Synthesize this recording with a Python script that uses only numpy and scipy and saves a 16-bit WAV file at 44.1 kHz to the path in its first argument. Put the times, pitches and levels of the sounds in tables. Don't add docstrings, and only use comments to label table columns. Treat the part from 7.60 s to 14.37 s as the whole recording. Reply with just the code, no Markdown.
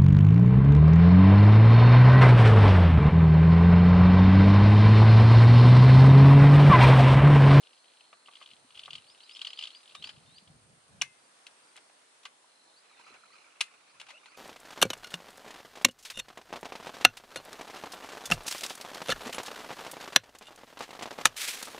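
import sys
import numpy as np
from scipy import signal
from scipy.fft import rfft, irfft, next_fast_len
from scipy.io import wavfile
from scipy.ndimage import uniform_filter1d

SR = 44100
rng = np.random.default_rng(int(sys.argv[2]) if len(sys.argv) > 2 else 0)


def master_out(mix):
    frames = np.transpose(np.atleast_2d(mix))
    ceiling = np.clip(frames, -1, 1)
    pcm = np.round(ceiling * 32767).astype(np.int16)
    wavfile.write(sys.argv[1], SR, pcm)


N = 298557
TIME = np.arange(N) / SR
LEAD_S = .006


def gain_of(db):
    return 10 ** (np.asarray(db) / 20)


def evened(x):
    return x / np.sqrt(np.mean(x ** 2) + 1e-20)


def read(points, hz):
    point_hz, value = np.transpose(points)
    return np.interp(np.log(hz + 1), np.log(point_hz + 1), value)


def level(curve):
    return gain_of(np.interp(TIME, *np.transpose(curve)))


def swells(rows, attack_s, release_s):
    power = np.zeros(N)
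    for start_s, length_s, db in rows:
        before = np.maximum(start_s - TIME, 0) / attack_s
        after = np.maximum(TIME - start_s - length_s, 0) / release_s
        power += (gain_of(db) * np.exp(-np.minimum(before + after, 20))) ** 2
    return np.sqrt(power)


def add(mix, start_s, sound):
    part = mix[..., max(round(start_s * SR), 0):][..., :sound.shape[-1]]
    part += sound[..., :part.shape[-1]]


def coloured(x, points, tilt_db=0):
    hz = np.fft.rfftfreq(x.shape[-1], 1 / SR)
    octaves = np.log2(np.maximum(hz, 700) / 3000)
    gain = gain_of(read(points, hz) + tilt_db * octaves)
    return evened(irfft(rfft(x) * gain, x.shape[-1]))


def drift(hz):
    size = next_fast_len(N, True)
    lowpass = np.exp(-(np.fft.rfftfreq(size, 1 / SR) / hz) ** 2)
    return evened(irfft(rfft(rng.standard_normal(size)) * lowpass, size)[:N])


def noise_pair(size, same):
    a, b = rng.standard_normal((2, size))
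    same = np.clip(same, -1, 1)
    return np.array([a, same * a + np.sqrt(1 - same ** 2) * b])


def crack(colour, decay_s, tilt_db=0, direct_s=0.02):
    t = np.arange(4096) / SR - LEAD_S
    fade = np.exp(-np.abs(t) / decay_s) * (t >= 0)
    noise = noise_pair(len(t), np.exp(-np.abs(t) / direct_s))
    return coloured(noise * fade, colour, tilt_db) * np.sqrt(np.mean(fade ** 2))


def ring(hz, decay_s):
    t = np.arange(0, 10 * decay_s, 1 / SR)
    return t / decay_s * np.exp(1 - t / decay_s) * np.sin(2 * np.pi * hz * t)


def glide(length_s, first_hz, last_hz):
    hz = np.linspace(first_hz, last_hz, round(length_s * SR))
    return signal.windows.tukey(len(hz), .7) * np.sin(2 * np.pi * np.cumsum(hz) / SR)


# time in seconds, level in dB.
AIR_LEVEL_DB = [(0, -64), (1.2, -63.5), (2.3, -62), (3, -64.5), (3.9, -61), (4.8, -63), (6.77, -63.5)]
# frequency in Hz, relative density in dB.
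AIR_SPECTRUM_DB = [(15, -70), (25, -39), (94, -23.5), (311, -4), (381, -6), (433, -2.5), (573, -2),
                   (1000, -0.5), (1330, -2), (2450, -6), (3500, -6), (3970, -6.5), (6960, -10), (8750, -8),
                   (11000, -12), (14300, -113), (22000, -120)]
# frequency in Hz, share (clipped to 1).
AIR_CORRELATION = [(130, 1.5), (270, 0.87), (570, 0.1), (1200, 0), (11000, 0.06)]
# frequency in Hz, left minus right in dB.
AIR_BALANCE_DB = [(110, -2.5), (350, -3), (620, -6), (1120, 0.5), (2000, 0.5), (3600, 0), (11000, 0)]


def air(patch_db=1.0):
    frames, hz = N // 256 + 5, np.fft.rfftfreq(1024, 1 / SR)
    a, b, c, d, patches = rng.standard_normal((frames, 513, 5)).T
    patches = uniform_filter1d(patches, size=12, axis=0)
    patches = evened(uniform_filter1d(patches, size=16, axis=1))
    same = np.clip(read(AIR_CORRELATION, hz), -1, 1)[:, None]
    side = gain_of(read(AIR_BALANCE_DB, hz) / 2)[:, None]
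    left = a + 1j * b
    right = same * left + np.sqrt(1 - same ** 2) * (c + 1j * d)
    bins = np.array([left * side, right / side])
    bins *= gain_of(read(AIR_SPECTRUM_DB, hz)[:, None] + patch_db * patches)
    hiss = signal.istft(bins, nperseg=1024, noverlap=768)[1][:, :N]
    return level(AIR_LEVEL_DB) * evened(hiss)


def trill(curve, hz, width_hz, strokes_hz, depth, direct=0):
    smear = direct + drift(width_hz) + 1j * drift(width_hz)
    carrier = np.exp(2j * np.pi * hz * TIME) * smear
    strokes = np.cumsum(strokes_hz * (1 + 0.0199 * drift(3.3))) / SR
    pulses = np.exp(depth * np.cos(2 * np.pi * strokes))
    ports = np.array([carrier.real, (carrier * np.exp(-.8j)).real])
    return level(curve) * evened(pulses * ports)


# time in seconds, level in dB.
KATYDID_LEVEL_DB = [(0, -80.5), (.5, -74.5), (1.5, -73), (2.7, -75), (4, -73), (4.7, -79.5), (6.77, -92)]


def katydid():
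    return trill(KATYDID_LEVEL_DB, hz=8660, width_hz=240, strokes_hz=55.4, depth=0.39)


# time in seconds, level in dB.
CHORUS_LEVEL_DB = [(0, -72.5), (.5, -69.5), (1, -74.5), (2.8, -73.5), (3.2, -90), (6.77, -78)]


def chorus():
    return trill(CHORUS_LEVEL_DB, hz=4200, width_hz=330, strokes_hz=51.0, depth=0.11)


# frequency in Hz, relative level in dB.
TICK_SPECTRUM_DB = [(20, -60), (150, -41), (600, -15.5), (1250, -1.5), (1700, -9), (2400, 6.5), (3100, 2.5),
                    (4500, 6.5), (5600, -7), (8500, -8.5), (11000, -21)]


def tick(hz, half_s=0.00059, slip_db=-15, rebound_db=-6, rattle_db=-10, scatter_db=-14):
    out = gain_of(scatter_db) * crack(TICK_SPECTRUM_DB, decay_s=0.0093)
    t = np.arange(len(out[0])) / SR - LEAD_S - .0007
    slip_s, rebound_s = -rng.uniform(0.00117, 0.0069), rng.uniform(0.001286, 0.00254)
    delays_s = [0, slip_s, rebound_s, rng.uniform(0.00297, 0.0035)]
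    pitches_hz = hz * np.append(1, rng.uniform(0.87, 1.2, 3))
    for delay_s, pitch_hz, db in zip(delays_s, pitches_hz, [0, slip_db, rebound_db, rattle_db]):
        envelope = 1 / np.cosh(np.clip((t - delay_s) / half_s, -20, 20))
        out += gain_of(db) * np.cos(2 * np.pi * pitch_hz * (t - delay_s)) * envelope
    return out


# start in seconds, level in dB.
CLEAR_TICKS = [(0.035, -46), (0.07, -47.5), (0.408, -44), (0.66, -44.5), (0.674, -44), (0.713, -50),
               (0.7552, -41), (0.768, -43.5), (0.8266, -39), (0.86, -40.5), (0.905, -47.5), (0.913, -41),
               (1.1537, -40), (1.1757, -36.5), (1.1938, -30), (1.235, -35), (1.258, -34), (1.3069, -31),
               (1.3321, -29.5), (1.354, -28.5), (1.3821, -38.5), (1.6053, -42.5), (1.694, -38.5),
               (1.7116, -39.5), (1.7502, -37), (1.76, -37.5), (1.7679, -34), (1.7926, -35), (1.8162, -23),
               (1.849, -25.5), (1.87, -23.5), (1.904, -33.5), (1.932, -31.5), (1.9746, -36), (1.990, -25),
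               (2.0113, -29), (2.025, -27.5), (2.0378, -25), (2.054, -31.5), (2.0724, -29.5),
               (2.1048, -38.5), (2.1492, -39.5), (2.277, -44), (2.2984, -43.5), (2.4244, -33.5),
               (2.4421, -27.5), (2.474, -43), (2.4932, -33), (2.7824, -42), (2.876, -48.5)]
# start in seconds, length in seconds, level in dB.
CREEP_RUNS = [(.02, 0.1, -48), (.24, 0.18, -52.5), (.7, .22, -44.5), (1.11, 0.29, -45.5),
              (1.46, 0.22, -49.5), (1.69, 0.49, -46), (2.22, .11, -45), (2.42, 0.099, -48),
              (2.54, 0.21, -57)]
# frequency in Hz, relative level in dB.
SCRATCH_SPECTRUM_DB = [(20, -85), (1200, -6), (1900, -18), (2500, 3.5), (3100, 3.5), (4300, -3),
                       (5500, -22), (11000, -14.5)]
TICK_HZ, TICK_SCATTER = 3080, .035
SLIPS_PER_S = 60


def ticks(spread_db=3, rub_db=-8, small_db=-4, small_spread_db=5):
    out = np.zeros((2, N))
    for (s, db), detune in zip(CLEAR_TICKS, 2 * rng.random(len(CLEAR_TICKS)) - 1):
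        add(out, s - LEAD_S, gain_of(db) * tick(TICK_HZ * (1 + TICK_SCATTER * detune)))
    creep = swells(CREEP_RUNS, attack_s=0.017, release_s=0.049)
    starts_s = np.arange(0, 3, 1 / SLIPS_PER_S)
    for s, (late, size, tilt, catch, detune) in zip(starts_s, 2 * rng.random((len(starts_s), 5)) - 1):
        s += abs(late) / SLIPS_PER_S
        scratch = crack(SCRATCH_SPECTRUM_DB, decay_s=0.0059, tilt_db=1.3 * tilt)
        slip = gain_of(rub_db + spread_db * size) * scratch
        if catch > 0:
            small = tick(TICK_HZ * (1 + TICK_SCATTER * detune))
            slip += gain_of(small_db + small_spread_db * size) * small
        add(out, s - LEAD_S, creep[round(s * SR)] * slip)
    return out


# frequency in Hz, lag in radians.
PORT_LAG_RAD = [(0, 0.32), (2800, 0.13), (4200, 0.83), (6300, 1.28), (7300, 2.07), (11000, 2.18)]
# frequency in Hz, gain in dB.
PORT_GAIN_DB = [(300, -5.5), (1200, -1.5), (2500, -5), (4000, 0), (6000, -0.3), (11000, -1.5)]


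def near_ports(x):
    left, right = x
    hz = np.fft.rfftfreq(N, 1 / SR)
    path = np.exp(-1j * read(PORT_LAG_RAD, hz)) * gain_of(read(PORT_GAIN_DB, hz))
    return np.array([left * gain_of(-0.54), irfft(rfft(right) * path, N)])


# frequency in Hz, level in dB before division by t60, t60 in seconds.
MOUNT_MODES = [(1720, 5, 0.19), (2075, 9, 0.29), (2180, 8, 0.1), (2470, 0.5, 0.079), (2583, 1, 0.36),
               (3260, -15, 0.057), (4180, -10, 0.046), (4520, 2, 0.053), (4670, -1, 0.069)]


def mount(x, ring_db=-28):
    t = np.arange(SR // 3) / SR
    modes = np.zeros(len(t))
    for hz, db, t60_s in MOUNT_MODES:
        modes += gain_of(db - 60 * t / t60_s) * np.sin(2 * np.pi * hz * t) / t60_s
    return gain_of(ring_db) * signal.fftconvolve(x, modes[None] / np.linalg.norm(modes), axes=1)[:, :N]


# frequency in Hz, relative level in dB.
SHORE_SPECTRUM_DB = [(100, -28), (700, -16), (1400, 1.5), (2100, -7), (2500, -14.5), (2900, -9),
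                     (3800, -12), (6000, -15), (11000, -19)]


def shore(x, t60_s):
    t = np.arange(SR // 2) / SR
    tail = coloured(rng.standard_normal((2, len(t))), SHORE_SPECTRUM_DB)
    tail = tail * gain_of(-60 * t / t60_s) * np.minimum(t / 0.0014, 1)
    return signal.fftconvolve(x, tail / np.linalg.norm(tail[0]), axes=1)[:, :N]


# start in seconds, level in dB.
PEEP_PAIRS = [(.12, -68), (.735, -66.5), (3.58, -68.5), (4.024, -68)]
PEEP_S, PEEP_SPACING_S, PEEP_FIRST_HZ, PEEP_LAST_HZ = 0.03, .051, 4820, 4630


def peeps():
    out = np.zeros((2, N))
    for s, db in PEEP_PAIRS:
        for start_s in (s, s + PEEP_SPACING_S):
            add(out, start_s, gain_of(db) * glide(PEEP_S, PEEP_FIRST_HZ, PEEP_LAST_HZ))
    return out


# frequency in Hz, relative level in dB.
CRACK_SPECTRUM_DB = [(20, -66), (100, -37), (300, -26.5), (800, -11.5), (1400, -9.5), (2000, -5.5),
                     (2600, 1.5), (3600, -3.5), (4800, -8.5), (6100, -12.5), (7000, -11), (9000, -14),
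                     (11000, -17.5)]


def strike(tilt_db, decay_s, hz, ring_db, ring_decay_s):
    out = crack(CRACK_SPECTRUM_DB, decay_s, tilt_db)
    add(out, LEAD_S, gain_of(ring_db) * ring(hz, ring_decay_s))
    return out


# start in seconds, crack level in dB, tilt in dB per octave, ring in dB above the crack.
DULL_KNOCKS = [(0.529, -48, -8.5, 0.5), (0.6841, -49, -12, 1.5), (0.813, -48, -8, 1.5),
               (1.279, -46.5, -10, 3.5), (2.3502, -38.5, 0, -3), (4.653, -36.5, -2, -5.5)]
KNOCK_HZ, KNOCK_RING_S, KNOCK_DECAY_S = 1178, 0.0022, 0.0086


def knocks():
    out = np.zeros((2, N))
    for s, db, tilt_db, ring_db in DULL_KNOCKS:
        knock = strike(tilt_db, KNOCK_DECAY_S, KNOCK_HZ, ring_db, KNOCK_RING_S)
        add(out, s - LEAD_S, gain_of(db) * knock)
    return out


# start in seconds, length in seconds, level in dB before lumps.
WIND_GUSTS = [(.92, 0.13, -79.5), (1.17, 0.048, -77), (1.32, 0.036, -65), (2.4, 0.065, -65),
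              (2.55, 0.15, -65), (2.9, 0.23, -66), (3.33, 0.076, -62.5), (5.5, 0.036, -84),
              (6.37, 0.044, -79.5)]
# start in seconds, level in dB, pitch in Hz.
WIND_BUMPS = [(.930, -65, 213), (1.045, -59.5, 263), (2.574, -51.5, 129), (2.823, -57.5, 196),
              (2.900, -51, 149), (2.960, -56, 142), (3.346, -52.5, 182), (5.52, -61.5, 260)]
# frequency in Hz, relative level in dB.
WIND_SPECTRUM_DB = [(10, -55), (30, -37), (50, -7), (80, -4.5), (140, 1.5), (220, -5.5), (330, -13.5),
                    (700, -14.5), (2000, -64)]


def wind(lumpy_db=2.0, calm_db=-97):
    force = gain_of(calm_db) + swells(WIND_GUSTS, attack_s=.035, release_s=0.067)
    rumble = coloured(noise_pair(N, same=0.54), WIND_SPECTRUM_DB)
    out = rumble * force * gain_of(lumpy_db * drift(27))
    for s, db, hz in WIND_BUMPS:
        add(out, s, gain_of(db) * ring(hz, .004))
    return out


# top in seconds, length in seconds, top pitch in Hz,
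# rise time in seconds, level at the top in dB before flutter.
BIRD_CHIRPS = [(1.540, 0.12, 5330, 0.062, -56.5), (1.658, 0.095, 4950, 0.044, -54),
               (1.762, .14, 5410, 0.057, -53.5), (1.915, .16, 5100, 0.063, -53),
               (2.014, 0.13, 5230, .06, -51.5), (2.185, .13, 4910, 0.067, -52.5),
               (2.492, .15, 4950, 0.067, -48.5), (2.793, 0.15, 4880, 0.053, -54),
               (5.205, .14, 4970, 0.048, -62), (5.48, 0.14, 4830, .05, -66),
               (5.772, .1, 4930, 0.066, -63.5), (6.335, .14, 4920, .058, -67.5),
               (6.728, 0.17, 4875, .058, -64)]
CHIRP_START = .735


def bird(lead_db=-10, onset_s=0.028, stop_s=0.0089, waver=0.007, flutter_db=2.0):
    out = np.zeros((2, N))
    wobble = 1 + waver * drift(60)
    for s, length_s, top_hz, rise_s, db in BIRD_CHIRPS:
        t = np.arange(-length_s, 2 * stop_s, 1 / SR)
        lift = np.exp(-(t / rise_s) ** 2)
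        hz = top_hz * (CHIRP_START + (1 - CHIRP_START) * lift)
        hz = hz * np.interp(s + t, TIME, wobble)
        gate = np.minimum((t - t[0]) / onset_s, 1) / (1 + np.exp(2 * (t / stop_s + 1)))
        tone = np.sin(2 * np.pi * np.cumsum(hz) / SR)
        add(out, s + t[0], gate * gain_of(db + lead_db * (1 - lift)) * tone)
    return out * gain_of(flutter_db * drift(40))


# start in seconds, level in dB, tilt in dB per octave, decay in seconds.
BRIGHT_CLICKS = [(2.44, -48, -3, 0.024), (2.472, -41.5, -2, .007), (2.4916, -42.5, -2.5, 0.011),
                 (3.8667, -40.5, 0, 0.0068), (4.159, -45, -7, 0.0019), (4.1644, -42, 5, 0.0049),
                 (4.1749, -45.5, -4, 0.0075), (4.298, -53, -9, .0037), (4.632, -53.5, 1.5, 0.012),
                 (5.3963, -54, 5, 0.0069), (5.545, -53.5, -10, 0.023), (6.3989, -42, -0.5, 0.016),
                 (6.4147, -37, -2, 0.0031), (6.467, -49, -2, .0077), (6.486, -47, -2, 0.027),
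                 (6.505, -41.5, -2.5, 0.0065), (6.658, -46.5, -2.5, 0.01)]
CLICK_HZ, CLICK_RING_DB, CLICK_RING_S = 2560, -19, 0.0023


def clicks():
    out = np.zeros((2, N))
    for s, db, tilt_db, decay_s in BRIGHT_CLICKS:
        click = strike(tilt_db, decay_s, CLICK_HZ, CLICK_RING_DB, CLICK_RING_S)
        add(out, s - LEAD_S, gain_of(db) * click)
    return out


# break in seconds, level in dB, tilt in dB per octave, ring in Hz, ring in dB above the
# crack, ring decay in seconds, slip lead in seconds, slip in dB below the break, slip ring in Hz,
# slip ring in dB below the break, mount ring in dB.
LOUD_SNAPS = [(3.4186, -23, 0.5, 5980, 7, 0.00055, .0046, 7, 2830, -5.5, -24),
              (6.01, -18, 1.5, 3530, 2, 0.00037, 0.0026, 5.5, 940, 16.5, -35)]
BREAK_S, SLIP_S, SLIP_RING_S = 0.0027, 0.0049, 0.00093
REBOUND_LATE_S, REBOUND_S, REBOUND_HZ = .0019, 0.0055, 2520
REBOUND_DB, REBOUND_RING_DB = -3.5, -1.5


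def snaps(fizz_db=-19, fizz_tilt_db=5):
    out = np.zeros((2, N))
    for s, db, tilt_db, hz, ring_db, ring_s, early_s, softer_db, slip_hz, ring_softer_db, mount_db in LOUD_SNAPS:
        slip = strike(tilt_db, SLIP_S, slip_hz, softer_db - ring_softer_db, SLIP_RING_S)
        rebound_ring_db = ring_db + REBOUND_RING_DB - REBOUND_DB
        rebound = strike(tilt_db, REBOUND_S, REBOUND_HZ, rebound_ring_db, ring_s)
        snap = strike(tilt_db, BREAK_S, hz, ring_db, ring_s)
        fizz = crack(CRACK_SPECTRUM_DB, decay_s=0.021, tilt_db=tilt_db + fizz_tilt_db)
        snap += gain_of(fizz_db) * fizz
        add(snap, REBOUND_LATE_S, gain_of(REBOUND_DB) * rebound)
        add(out, s - LEAD_S - early_s, gain_of(db - softer_db) * slip)
        add(out, s - LEAD_S, gain_of(db) * snap)
        add(out, s - LEAD_S, gain_of(db) * mount(snap, mount_db))
    return out


# time in seconds, level in dB.
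CRICKET_LEVEL_DB = [(4.7, -110), (4.9, -72.5), (5.82, -69), (5.87, -110)]


def cricket():
    return trill(CRICKET_LEVEL_DB, hz=4100, width_hz=120, strokes_hz=49.2, depth=.9, direct=1.3)


# start in seconds, level in dB, pitch in Hz.
CLEAR_PLIPS = [(4.842, -57, 980), (5.397, -50, 965), (5.476, -62, 1380), (5.505, -56.5, 390),
               (5.509, -59, 1020), (5.635, -50, 1350), (5.741, -53.5, 1250), (5.843, -55, 2340),
               (5.884, -59, 1370), (6.684, -54.5, 1440), (6.7504, -52, 2470)]
# time in seconds, level in dB.
RUSTLE_LEVEL_DB = [(5.15, -81), (5.3, -61), (5.4, -61.5), (5.53, -58.5), (5.64, -64), (6.1, -63),
                   (6.25, -69.5), (6.5, -62), (6.77, -61.5)]
BUBBLES_PER_S, BUBBLE_LOW_HZ, BUBBLE_HIGH_HZ = 55, 1100, 3010


def plips(decay_s=0.0021, half_side_db=2, small_db=-3, spread_db=8):
    out, stir = np.zeros(N), level(RUSTLE_LEVEL_DB)
    for s, db, hz in CLEAR_PLIPS:
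        add(out, s, gain_of(db) * ring(hz, decay_s))
    starts_s = np.arange(0, TIME[-1], 1 / BUBBLES_PER_S)
    for s, (late, size, pitch) in zip(starts_s, rng.random((len(starts_s), 3))):
        s += late / BUBBLES_PER_S
        hz = BUBBLE_LOW_HZ * (BUBBLE_HIGH_HZ / BUBBLE_LOW_HZ) ** pitch
        gain = stir[min(round(s * SR), N - 1)] * gain_of(small_db + spread_db * size)
        add(out, s, gain * ring(hz, decay_s))
    return np.array([out / gain_of(half_side_db), out * gain_of(half_side_db)])


# frequency in Hz, relative level in dB.
RUSTLE_SPECTRUM_DB = [(20, -59), (120, -19.5), (400, -9.5), (900, -5.5), (1300, 1.5), (1800, -9), (2500, 3),
                      (3400, -14), (6000, -15), (11000, -29)]


def rustle(grains_per_s=500, spread_db=-1.5, clump_db=2, half_side_db=1.1):
    sizes = gain_of(spread_db * np.minimum(rng.exponential(1, N), 4))
    grains = (rng.random(N) < grains_per_s / SR) * sizes
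    smear = signal.lfilter([1], [1, -np.exp(-1 / (0.006 * SR))], grains)
    smear = smear * gain_of(clump_db * drift(30))
    noise = coloured(noise_pair(N, same=0.26) * smear, RUSTLE_SPECTRUM_DB)
    return level(RUSTLE_LEVEL_DB) * noise * gain_of([[-half_side_db], [half_side_db]])


# start in seconds, length in seconds, first pitch in Hz, last pitch in Hz, level in dB.
SQUEAKS = [(5.29, .12, 3950, 3490, -68), (6.483, 0.021, 640, 1080, -53.5), (6.516, 0.053, 493, 688, -62),
           (6.533, 0.0365, 2430, 3000, -52.5), (6.557, 0.037, 2490, 3070, -53.5)]


def squeaks():
    out = np.zeros((2, N))
    for s, length_s, first_hz, last_hz, db in SQUEAKS:
        add(out, s, gain_of(db) * glide(length_s, first_hz, last_hz))
    return out


def scene():
    near = near_ports(ticks() + knocks() + clicks() + snaps())
    near = near + mount(near) + gain_of(-15.5) * shore(near, t60_s=0.12)
    calls = bird()
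    calls += gain_of(-5) * shore(calls, t60_s=.3)
    insects = katydid() + chorus() + cricket()
    water_and_grass = plips() + rustle()
    return air() + insects + near + peeps() + wind() + calls + water_and_grass + squeaks()


def record(dry):
    low_cut = signal.butter(2, 55, "highpass", fs=SR, output="sos")
    band_limit = signal.firwin(301, 11250, window=("kaiser", 8), fs=SR)
    return signal.oaconvolve(signal.sosfilt(low_cut, dry), band_limit[None], "same")


dry = scene()
out = record(dry)
master_out(out)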